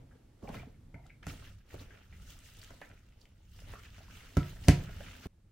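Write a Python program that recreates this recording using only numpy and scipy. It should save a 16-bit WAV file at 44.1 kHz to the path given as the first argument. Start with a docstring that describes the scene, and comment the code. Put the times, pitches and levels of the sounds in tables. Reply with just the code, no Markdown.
"""Folding greens into batter

A spatula folds chopped greens into wet batter in a bowl, close to a microphone on the same kitchen counter.
Coloured grainy noise is the scrape; short noise bursts are smacks, low thuds, slaps, pops and snapping greens.
Knocks ring decaying modes of bowl and counter under a noise crack; noise echoes add the room.
Three shots are joined by hard edits, each with its own hush level; a faint whine is in the first only."""
import sys
import numpy as np
from scipy import signal
from scipy.fft import rfft, irfft
from scipy.io import wavfile
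from scipy.ndimage import uniform_filter1d

SR = 44100
rng = np.random.default_rng(int(sys.argv[2]) if len(sys.argv) > 2 else 0)


def dump_mix(stems):
    """Bounce the given channels to the path in sys.argv[1] as a 16-bit WAV at rate SR."""
    frames = np.atleast_2d(stems).T  # one column per channel
    limited = np.clip(frames, -1, 1)  # hard clip at full scale
    pcm = np.round(limited * 32767).astype(np.int16)
    wavfile.write(sys.argv[1], SR, pcm)


N = 242991
EDITS_S = 1.227, 5.271


def undb(db):
    """Decibels to gain."""
    return 10 ** (np.asarray(db) / 20)


def decay(t, t60_s):
    """Envelope that falls 60 dB in t60_s, at least 2 ms."""
    return np.exp(-np.log(1000) * t / np.maximum(t60_s, .002))


def peak(x, db):
    """Scale to a peak level."""
    return x * undb(db) / np.max(np.abs(x))


def rms_one(x):
    """Scale to rms 1 over all rows."""
    return x / np.sqrt(np.mean(x ** 2))


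def lean(db):
    """Gains of the two ports for a level of left minus right."""
    return undb([[db / 2], [-db / 2]])


def add(out, s, sound):
    """Mix a short sound in at s seconds."""
    i = int(s * SR)
    out[:, i:i + sound.shape[-1]] += sound[..., :N - i]


def along(table, hz):
    """Value of a (Hz, value) table on a log-frequency axis."""
    table_hz, value = np.transpose(table)
    return np.interp(np.log(hz + 1), np.log(table_hz), value)


def colour(x, spectrum):
    """Shape a sound by a (Hz, dB) spectrum, silent outside it; rms 1."""
    hz = np.fft.rfftfreq(x.shape[-1], 1 / SR)
    inside = (hz > spectrum[0][0]) & (hz < spectrum[-1][0])
    return rms_one(irfft(rfft(x) * undb(along(spectrum, hz)) * inside, x.shape[-1]))


# Likeness of left and right. Each row: frequency in Hz, correlation from 0 to 1.
PORT_LIKENESS = [(60, 1), (290, 0.94), (640, 0), (1400, 0.61), (3100, 0.39), (6800, 0), (15000, 0.1)]


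def pair(x):
    """Two microphone ports from two unrelated rows: mid and side shares set the correlation by frequency."""
    likeness = np.clip(along(PORT_LIKENESS, np.fft.rfftfreq(x.shape[-1], 1 / SR)), 0, 1)
    mid, side = rfft(x) * np.sqrt([1 + likeness, 1 - likeness]) / np.sqrt(2)
    return irfft(np.array([mid + side, mid - side]), x.shape[-1])


def walk(rate_hz):
    """Random levels held 1 / rate_hz s and slewed."""
    hold = max(int(SR / rate_hz), 2)
    steps = np.repeat(rng.standard_normal(N // hold + 1), hold)
    return 0.6 * uniform_filter1d(steps, hold)[:N]


def echo_tail(x, t60_s, db, lowpass_hz):
    """Diffuse echo: the mono sum through decaying noise, dulled above lowpass_hz, different at each port."""
    t = np.arange(int(SR * .9)) / SR
    onset = np.minimum(t / 0.0019, 1)
    echo = pair(rng.standard_normal((2, len(t)))) * decay(t, t60_s) * onset
    echo = signal.sosfilt(signal.butter(1, lowpass_hz, fs=SR, output="sos"), echo)
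    echo = echo / np.sqrt(np.sum(echo ** 2) / 2)
    return undb(db) * signal.oaconvolve(x.mean(axis=0, keepdims=True), echo, axes=1)[:, :N]


HUSH_DB = -73.5, -81, -78.5  # one level per shot
# Spectrum of the room hush. Each row: frequency in Hz, level in dB per Hz.
HUSH_SPECTRUM = [(300, 11.5), (700, -10.5), (1300, -5.5), (4000, -11.5), (9000, -15.5), (16000, -23)]


def room_hush(t):
    """Steady coloured noise whose level steps at each edit."""
    noise = pair(rng.standard_normal((2, N)))
    return colour(noise, HUSH_SPECTRUM) * undb(HUSH_DB)[np.searchsorted(EDITS_S, t)]


WHINE_HZ, WHINE_RMS_DB = 12527, -99


def whine(t):
    """Faint pure tone in the first shot."""
    tone = np.sqrt(2) * np.sin(2 * np.pi * WHINE_HZ * t)
    return undb(WHINE_RMS_DB) * tone * (t < EDITS_S[0])


REST_RUB_DB = -74, -88.5, -81.5  # between pushes, one level per shot
# Pushes of the blade. Each row: peak time in seconds, rise and fall in seconds per 20 dB,
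# scrape level in dB, treble spray level in dB, dull rub level in dB.
BLADE_PUSHES = [(0.0, .02, 0.095, -75.5, -87, -62), (0.15, 0.11, 0.16, -77.5, -81, -67),
                (0.439, 0.023, 0.19, -86, -67.5, -49.5), (0.546, 0.1, 0.15, -54.5, -59.5, -49.5),
                (1.07, 0.15, 0.14, -76, -76, -68), (1.23, 0.012, 0.049, -55, -74, -59),
                (1.287, 0.033, 0.15, -55.5, -52, -52.5), (1.45, 0.29, 0.17, -61, -62, -64),
                (1.731, 0.094, 0.14, -62.5, -63, -61.5), (1.81, 0.065, 0.094, -59, -59, -55),
                (1.95, 0.34, 0.26, -64, -71, -63.5), (2.14, 0.078, 0.31, -69.5, -73.5, -72),
                (2.32, 0.2, 0.13, -63, -59.5, -64.5), (2.46, 0.43, 0.19, -67.5, -63, -74),
                (2.64, 0.63, 0.38, -65.5, -63, -68), (2.84, 0.42, 0.44, -66.5, -69.5, -68),
                (3.23, 0.26, 0.47, -77, -75, -70), (3.58, 0.16, 0.44, -73, -63.5, -87),
                (3.717, 0.2, 0.15, -59.5, -65, -60), (3.99, 0.17, 0.16, -61, -64.5, -65),
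                (3.86, 0.3, 0.11, -59.5, -63, -69), (4.169, 0.27, 0.38, -60, -60.5, -63.5),
                (4.46, 0.43, 0.8, -61.5, -59.5, -60.5), (4.651, 0.059, 0.48, -67, -59, -75),
                (4.681, 0.021, 0.09, -61, -57, -43), (4.82, 0.3, 0.2, -56.5, -66.5, -56),
                (5.05, 0.4, 0.41, -56.5, -59, -59.5), (5.24, 0.14, 0.12, -59.5, -59.5, -62.5)]


def pushes():
    """Gains of scrape, spray and rub: each push swells and fades evenly in dB; powers add."""
    s, rise_s, fall_s, scrape_db, spray_db, rub_db = np.transpose(BLADE_PUSHES)[:, :, None]
    t = np.arange(0, N, 32) / SR
    shot = np.searchsorted(EDITS_S, t)
    own_shot = shot == np.searchsorted(EDITS_S, s)  # a push is heard in its own shot only
    before = (s - t) / np.maximum(rise_s, .005)
    after = (t - s) / np.maximum(fall_s, .02)
    slope = np.where(t < s, before, after)
    scrape, spray, rub = (np.sum(undb(db - 20 * slope) ** 2 * own_shot, axis=0)
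                          for db in (scrape_db, spray_db, rub_db))
    rub = rub + undb(REST_RUB_DB)[shot] ** 2
    return [np.interp(np.arange(N) / SR, t, np.sqrt(power)) for power in (scrape, spray, rub)]


def grains(per_s, spread_db):
    """Noise studded with soft slips of uneven size, each fading with a 3 ms time constant."""
    size = undb(spread_db * np.minimum(rng.exponential(size=N), 3))
    slips = (rng.random(N) < per_s / SR) * size
    fade = np.exp(-np.arange(600) / (.003 * SR))
    return rng.standard_normal((2, N)) * (1 + signal.oaconvolve(slips, fade)[:N])


# Bowl modes, damped by hand and batter. Each row: frequency in Hz, level in dB, t60 in seconds.
BOWL_MODES = [(360, -5, .05), (425, -3, .05), (500, -6, .03), (570, -2, .04), (640, 0, .045),
              (695, -3, .04), (850, -12, .03), (965, -6, .04), (1150, -12, .025), (1335, -3, .045),
              (1460, -3, .04), (1660, -5, .03), (1800, -5, .03), (1900, -7, .03), (2050, -7, .03),
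              (2250, -9, .025), (2450, -8, .025), (2750, -10, .02), (3050, -12, .02), (3400, -14, .015),
              (4300, -17, .012)]


def through_bowl(x, share):
    """Rubbing on the wall keeps the bowl's modes humming: one resonance per mode added; rms 1."""
    f = np.fft.rfftfreq(N, 1 / SR)
    hum = sum(1 / (1 + 1j * (f - hz) * 2 * np.pi * t60_s / np.log(1000)) for hz, _, t60_s in BOWL_MODES)
    return rms_one(irfft(rfft(x) * (1 + share * hum), N))


def patchy(x, rate_hz, patchy_db):
    """Third-octave bands swell and fade each on their own, as wet spots catch and let go."""
    octave = np.log2(np.fft.rfftfreq(N, 1 / SR) + 1)
    spectrum, out = rfft(x), 0
    for centre in np.arange(8, 14.3, 1 / 3):
        share = np.clip(1 - 3 * np.abs(np.clip(octave, 8, 14) - centre), 0, 1)
        out = out + irfft(spectrum * share, N) * undb(patchy_db * walk(rate_hz))
    return out


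# Spectra of blade scrape, treble spray and dull rub. Each row: frequency in Hz, level in dB per Hz.
SCRAPE_SPECTRUM = [(590, -36.5), (1000, -9), (1110, -10), (1260, 0), (2350, -3), (2960, -4.5),
                   (3770, -14.5), (5000, -19.5), (6500, -22.5), (11000, -120)]
SPRAY_SPECTRUM = [(2650, -6), (4500, -10.5), (6320, -10.5), (8460, -15), (11400, -19), (14600, -16.5),
                  (16000, -17)]
RUB_SPECTRUM = [(150, -22), (250, 4), (361, -10), (420, -7.5), (482, -6.5), (847, -10), (1200, -19.5),
                (1560, -62.5), (2640, -120)]


def stirring(scrape_gain, spray_gain, rub_gain):
    """Blade and greens slide over the bowl wall: grainy noise in three colours, partly through the bowl."""
    jerk = walk(22)  # the blade never slides evenly
    scrape = through_bowl(colour(pair(grains(150, 0.33)), SCRAPE_SPECTRUM), 0.17)
    scrape = scrape * scrape_gain * undb(1.2 * jerk)
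    spray = colour(pair(grains(17, 1.0)), SPRAY_SPECTRUM)
    spray = spray * spray_gain * undb(1.8 * jerk + 0.94 * walk(60))
    rub = through_bowl(colour(pair(grains(54, 2.0)), RUB_SPECTRUM), 0.85)
    rub = rub * rub_gain * undb(0.44 * jerk)
    return patchy(scrape + spray + rub, rate_hz=45, patchy_db=4.0)


FIRST_SHOT_PITCH = 1.366  # frequency ratio: the rumble sits higher in the first shot
# Rumble level. Each row: time in seconds, level in dB.
RUMBLE_LEVEL = [(0, -54.5), (.1, -58.5), (.41, -60.5), (.55, -44.5), (.7, -54), (1.201, -59), (1.3, -48),
                (1.5, -51.5), (1.7, -61), (1.8, -47), (1.9, -56), (2.08, -60), (2.15, -50.5), (2.32, -53),
                (2.45, -57), (3.0, -58.5), (3.45, -59.5), (3.7, -47), (3.8, -54.5), (4.2, -52.5),
                (4.33, -57.5), (4.55, -48), (4.82, -40), (5.081, -51), (5.26, -58.5), (5.28, -63),
                (5.51, -62)]
# Rumble spectrum. 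Each row: frequency in Hz, level in dB per Hz.
RUMBLE_SPECTRUM = [(11, -26), (18, 3), (49, 1), (91, 1.5), (107, 2), (124, -10), (154, -9.5), (188, -8.5),
                   (231, -18.5), (280, -29), (320, -36), (420, -27), (700, -120)]


def counter_rumble(t):
    """Hand and bowl rock the counter: low coloured noise with a wandering level."""
    level_db = np.interp(t, *np.transpose(RUMBLE_LEVEL)) + 1.1 * walk(29)
    noise = pair(rng.standard_normal((2, N)))
    first = colour(noise, [(hz * FIRST_SHOT_PITCH, db) for hz, db in RUMBLE_SPECTRUM])
    later = colour(noise, RUMBLE_SPECTRUM)
    return np.where(t < EDITS_S[0], first, later) * undb(level_db)


SCATTER_DB = 3.5  # spread of left minus right, by chance


def bursts(rows):
    """Short band-passed noise rings, each started by a snap; rows: s, peak dB, centre Hz, width, ring s."""
    out, t = np.zeros((2, N)), np.arange(SR // 8) / SR
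    for s, db, hz, width, ring_s in rows:
        burst = rng.standard_normal(len(t)) * decay(t, ring_s)
        burst[0] = 5.4 * np.sign(burst[0])  # the snap
        edge = 1 + np.clip(width, .03, 2) / 2
        band = signal.butter(2, [hz / edge, min(hz * edge, 20000)], "bandpass", fs=SR, output="sos")
        pan_db = SCATTER_DB * rng.standard_normal()
        add(out, s, peak(signal.sosfilt(band, burst), db) * lean(pan_db))
    return out


POPS_PER_S, POP_OVER_SCRAPE_DB, POP_HZ, POP_SPREAD_OCTAVES = 90, 2, 2740, 0.75


def crackle(scrape_gain):
    """Small pops at random times up to the last edit; their peaks follow the scrape."""
    rows = []
    for s in np.cumsum(rng.exponential(size=700)) / POPS_PER_S:
        size, pitch = rng.standard_normal(2)
        if s < EDITS_S[1]:
            scrape_db = 20 * np.log10(scrape_gain[int(s * SR)] + 1e-9)
            hz = min(POP_HZ * 2 ** (POP_SPREAD_OCTAVES * pitch), 14000)
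            rows.append((s, scrape_db + POP_OVER_SCRAPE_DB + 2.0 * size, hz, .3, .012))
    return bursts(rows)


# Short noise bursts. Each row: start in seconds, peak in dB, centre in Hz, width as share of centre,
# ring t60 in seconds.
NOISE_BURSTS = [(0.1114, -60, 1500, 0.26, 0.06), (0.15, -59.5, 472, 0.11, 0.026),
                (0.427, -38, 208, 0.48, 0.05), (0.489, -47, 222, 0.79, 0.032),
                (0.497, -35, 198, 0.56, 0.04), (0.574, -44.5, 190, 0.48, 0.036),
                (0.671, -44.5, 223, 0.67, 0.022), (0.44, -43.5, 490, 0.26, 0.028),
                (0.453, -47.5, 890, 0.97, 0.028), (0.475, -47.5, 2280, 0.3, 0.027),
                (0.477, -42.5, 830, 0.15, 0.07), (0.502, -42.5, 810, 0.3, 0.02),
                (0.543, -42.5, 1960, 0.41, 0.036), (0.5686, -47, 2080, 0.1, 0.021),
                (0.588, -54, 2300, .3, .015), (0.5956, -48, 2550, 0.17, .035),
                (0.631, -48, 710, 0.32, 0.032), (0.672, -57, 476, 0.17, 0.1),
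                (0.9434, -47, 2145, 0.092, 0.019), (0.946, -59, 1660, 0.15, 0.04),
                (0.955, -56, 668, 0.12, 0.12), (0.956, -59, 900, 0.074, 0.18), (0.99, -58, 670, .15, 0.07),
                (1.012, -67, 885, 0.11, 0.04), (1.0405, -63, 2080, 0.18, .03),
                (1.052, -59, 720, 0.15, 0.067), (1.061, -60, 1350, .15, 0.024),
                (1.097, -48, 2230, 0.16, 0.051), (1.103, -61, 1580, .15, 0.033),
                (1.343, -55, 3200, 0.088, 0.034), (1.468, -55, 1850, 0.29, 0.061),
                (1.508, -61, 1320, 0.2, 0.067), (1.422, -54, 1290, 0.37, .04),
                (1.703, -54, 2030, 0.39, .04), (1.7922, -52, 3970, 0.25, 0.057),
                (1.9063, -51, 1740, 0.37, 0.047), (2.126, -50.5, 2210, 0.43, 0.045),
                (2.46, -53.5, 2220, 0.28, 0.033), (2.55, -50, 3080, 0.84, .04),
                (2.616, -47.5, 4340, 0.42, 0.025), (2.734, -54.5, 575, 0.4, 0.032),
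                (2.817, -41.5, 1880, 0.49, 0.083), (2.816, -44, 710, 0.77, 0.05),
                (2.836, -51.5, 1630, 0.15, 0.046), (2.903, -61.5, 606, 0.5, 0.055),
                (3.214, -55.5, 4850, .32, .028), (3.62, -54.5, 500, 0.67, 0.025),
                (3.754, -46, 1270, 0.18, 0.096), (3.855, -52.5, 2580, 0.26, 0.074),
                (4.005, -54, 680, 0.24, 0.091), (4.0962, -51.5, 1510, 0.29, 0.07),
                (4.172, -51, 2800, 0.29, .035), (4.639, -43, 3570, 1, .012), (4.687, -25, 643, 0.19, 0.036),
                (4.691, -21, 1640, 0.27, 0.0084), (4.8847, -47, 1640, .47, 0.07),
                (4.893, -50.5, 645, 0.17, 0.037), (5.005, -43, 620, 0.23, 0.039),
                (5.256, -45, 340, 1, 0.043), (5.03, -49.5, 3000, 0.31, 0.09)]


def smacks_thuds_slaps():
    """Short noise bursts: wet smacks, low thuds and slaps within knocks."""
    return bursts(NOISE_BURSTS)


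CRACK_T60_S, CRACK_SIDE_SHARE = .0055, .6
SPLASH_DB, SPLASH_T60_S = -20, 0.18  # batter and greens thrown about after the crack
# Spectrum of crack and splash. Each row: frequency in Hz, level in dB per Hz.
CRACK_SPECTRUM = [(2000, -1.5), (3800, -10), (6100, -8), (8100, -14.5), (11000, -17), (16000, -31)]


def contact_crack(t):
    """Coloured noise with a fast decay for the contact and a slow one for the splash."""
    noise = rng.standard_normal((2, len(t))) * [[1], [CRACK_SIDE_SHARE]]
    fade = decay(t, CRACK_T60_S) + undb(SPLASH_DB) * decay(t, SPLASH_T60_S)
    return colour(pair(noise), CRACK_SPECTRUM) * fade


MODE_SPREAD_RAD = .8  # spread of a mode's phase between the ports


def bowl_ring(t, soft_ms):
    """Decaying sines at the bowl's modes, roughened; a softer contact loses the upper modes."""
    hz, db, t60_s = np.transpose(BOWL_MODES)[:, :, None]
    sign, level, detune, phase = rng.standard_normal((4, len(BOWL_MODES), 1))  # every spot mixes modes anew
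    gain = np.sign(sign) * undb(db + 3.0 * level) / (1 + (hz * soft_ms / 500) ** 4)
    turn = 2 * np.pi * hz * (1 + 0.018 * detune) * t
    ring = np.array([np.sum(gain * np.sin(turn + port * MODE_SPREAD_RAD * phase) * decay(t, t60_s), axis=0)
                     for port in (-.5, .5)])
    # the wet blade chatters against the wall
    chatter = uniform_filter1d(rng.standard_normal(len(t)), size=30) * np.sqrt(30)
    return ring * (1 + .5 * chatter)


# Counter top modes. Each row: frequency in Hz, level in dB, t60 in seconds, side it first moves to as a sign.
COUNTER_MODES = [(56, -5.5, .15, 1), (91, -13.5, .26, -1), (92, 0, .036, -1), (122, -16.5, .27, 1),
                 (145, -12.5, .32, -1), (165, -3.5, .046, 1), (171, -21, .4, 1), (231, -14, .09, -1),
                 (275, -10, .092, 1), (294, -13.5, .114, -1), (378, -23, .06, -1), (210, -27, .3, 1),
                 (283, -30, .35, 1), (358, -29, .35, -1), (425, -33, .25, 1)]


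def counter_thump(t):
    """Decaying sines at the counter's modes."""
    return sum(side * undb(db) * np.sin(2 * np.pi * hz * t) * decay(t, t60_s)
               for hz, db, t60_s, side in COUNTER_MODES)


THUMP_LEAD_S, THUMP_LEAN_DB = .0025, -.5  # the counter yields before the crack; left minus right
# Knocks. Each row: time in seconds, peaks of bowl ring, counter thump and crack in dB,
# softness of the contact in ms.
BOWL_KNOCKS = [(0.427, -44.5, -42, -75, 0.58), (0.49, -34, -44.5, -47, 0.39), (0.543, -39, -49, -65, 0.23),
               (0.629, -42.5, -50, -83, 0.13), (0.942, -45.5, -40, -81, 0.43),
               (1.268, -30, -32.5, -35.5, 0.14), (1.742, -33.5, -41, -50, 0.92),
               (2.127, -54.5, -68, -67, 0.11), (2.705, -42.5, -49.5, -68, 0.31),
               (2.815, -40.5, -54.5, -47.5, 0.049), (2.9, -45.5, -52, -70, 0.17),
               (3.59, -49.5, -66, -71, 0.21), (3.736, -36.5, -67, -69, 0.072), (3.981, -44, -54, -62, 0.24),
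               (4.3694, -22.5, -14.5, -22.5, 0.27), (4.684, -15.5, -6.5, -10.5, 0.32),
               (4.892, -44, -76, -55, 0.095), (5.004, -43, -55, -66, 0.44), (5.257, -39, -32, -49, 0.87)]


def knocks():
    """Each blow pushes the bowl's and the counter's modes and cracks at the contact."""
    air, wood, t = np.zeros((2, N)), np.zeros((2, N)), np.arange(SR // 2) / SR
    thump = counter_thump(t)
    for s, bowl_db, thump_db, crack_db, soft_ms in BOWL_KNOCKS:
        add(air, s, peak(bowl_ring(t, soft_ms), bowl_db) + peak(contact_crack(t), crack_db))
        add(wood, s - THUMP_LEAD_S, peak(thump, thump_db) * lean(THUMP_LEAN_DB))
    return air, wood


TICK_WIDTH, TICK_RING_S = 0.75, 0.0096  # width as share of centre
# Crisp ticks. Each row: start in seconds, peak in dB, centre in Hz.
GREENS_TICKS = [(1.065, -56, 3300), (1.067, -55, 6400), (1.7305, -64, 2180), (2.39, -43, 6900),
                (2.5373, -46, 15200), (2.569, -46.5, 7340), (2.6375, -44.5, 6960), (2.6457, -45, 6000),
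                (2.63, -46, 1650), (2.646, -50, 3100), (2.707, -52, 6500), (2.892, -54, 7500),
                (2.815, -50, 3300), (2.9143, -49, 1950), (2.9766, -53, 1800), (3.0877, -65, 2610),
                (3.124, -59, 2250), (3.255, -50.5, 2430), (3.5916, -46.5, 2430), (3.9815, -58, 3400),
                (4.4308, -37.5, 2300)]


def ticks():
    """Greens snap in wide, dry noise bursts."""
    return bursts([(s, db, hz, TICK_WIDTH, TICK_RING_S) for s, db, hz in GREENS_TICKS])


ROOM_T60_S, ROOM_DB, ROOM_LOWPASS_HZ = 0.25, -8, 3250
ROOM_FROM_HZ = 560  # the room's echo of the bowl is thin below this
FLOOR_T60_S, FLOOR_DB, FLOOR_LOWPASS_HZ = 0.4, -37, 220  # slow low boom of cabinet and room
BURST_SEND_DB = -1  # bursts reach the room less than knocks do


def scene():
    """All layers; blows, bursts and their echoes stop dead at the last edit."""
    t = np.arange(N) / SR
    gains = pushes()
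    short = crackle(gains[0]) + smacks_thuds_slaps() + ticks()
    air, wood = knocks()
    sent = air + undb(BURST_SEND_DB) * short
    thin = signal.sosfilt(signal.butter(2, ROOM_FROM_HZ, "highpass", fs=SR, output="sos"), sent)
    room = echo_tail(thin, ROOM_T60_S, ROOM_DB, ROOM_LOWPASS_HZ)
    boom = echo_tail(wood, FLOOR_T60_S, FLOOR_DB, FLOOR_LOWPASS_HZ)
    blows = (air + short + room + wood + boom) * (t < EDITS_S[1])
    return blows + stirring(*gains) + counter_rumble(t) + room_hush(t) + whine(t)


LEAN_DB = -.6  # left minus right: the bowl sits a little to the right
TOP_HZ = 15780


def record(dry):
    """Lean the ports to the right and cut the top with a steep low-pass."""
    return signal.sosfilt(signal.ellip(10, .2, 80, TOP_HZ, fs=SR, output="sos"), dry * lean(LEAN_DB))


dry = scene()
out = record(dry)
dump_mix(out)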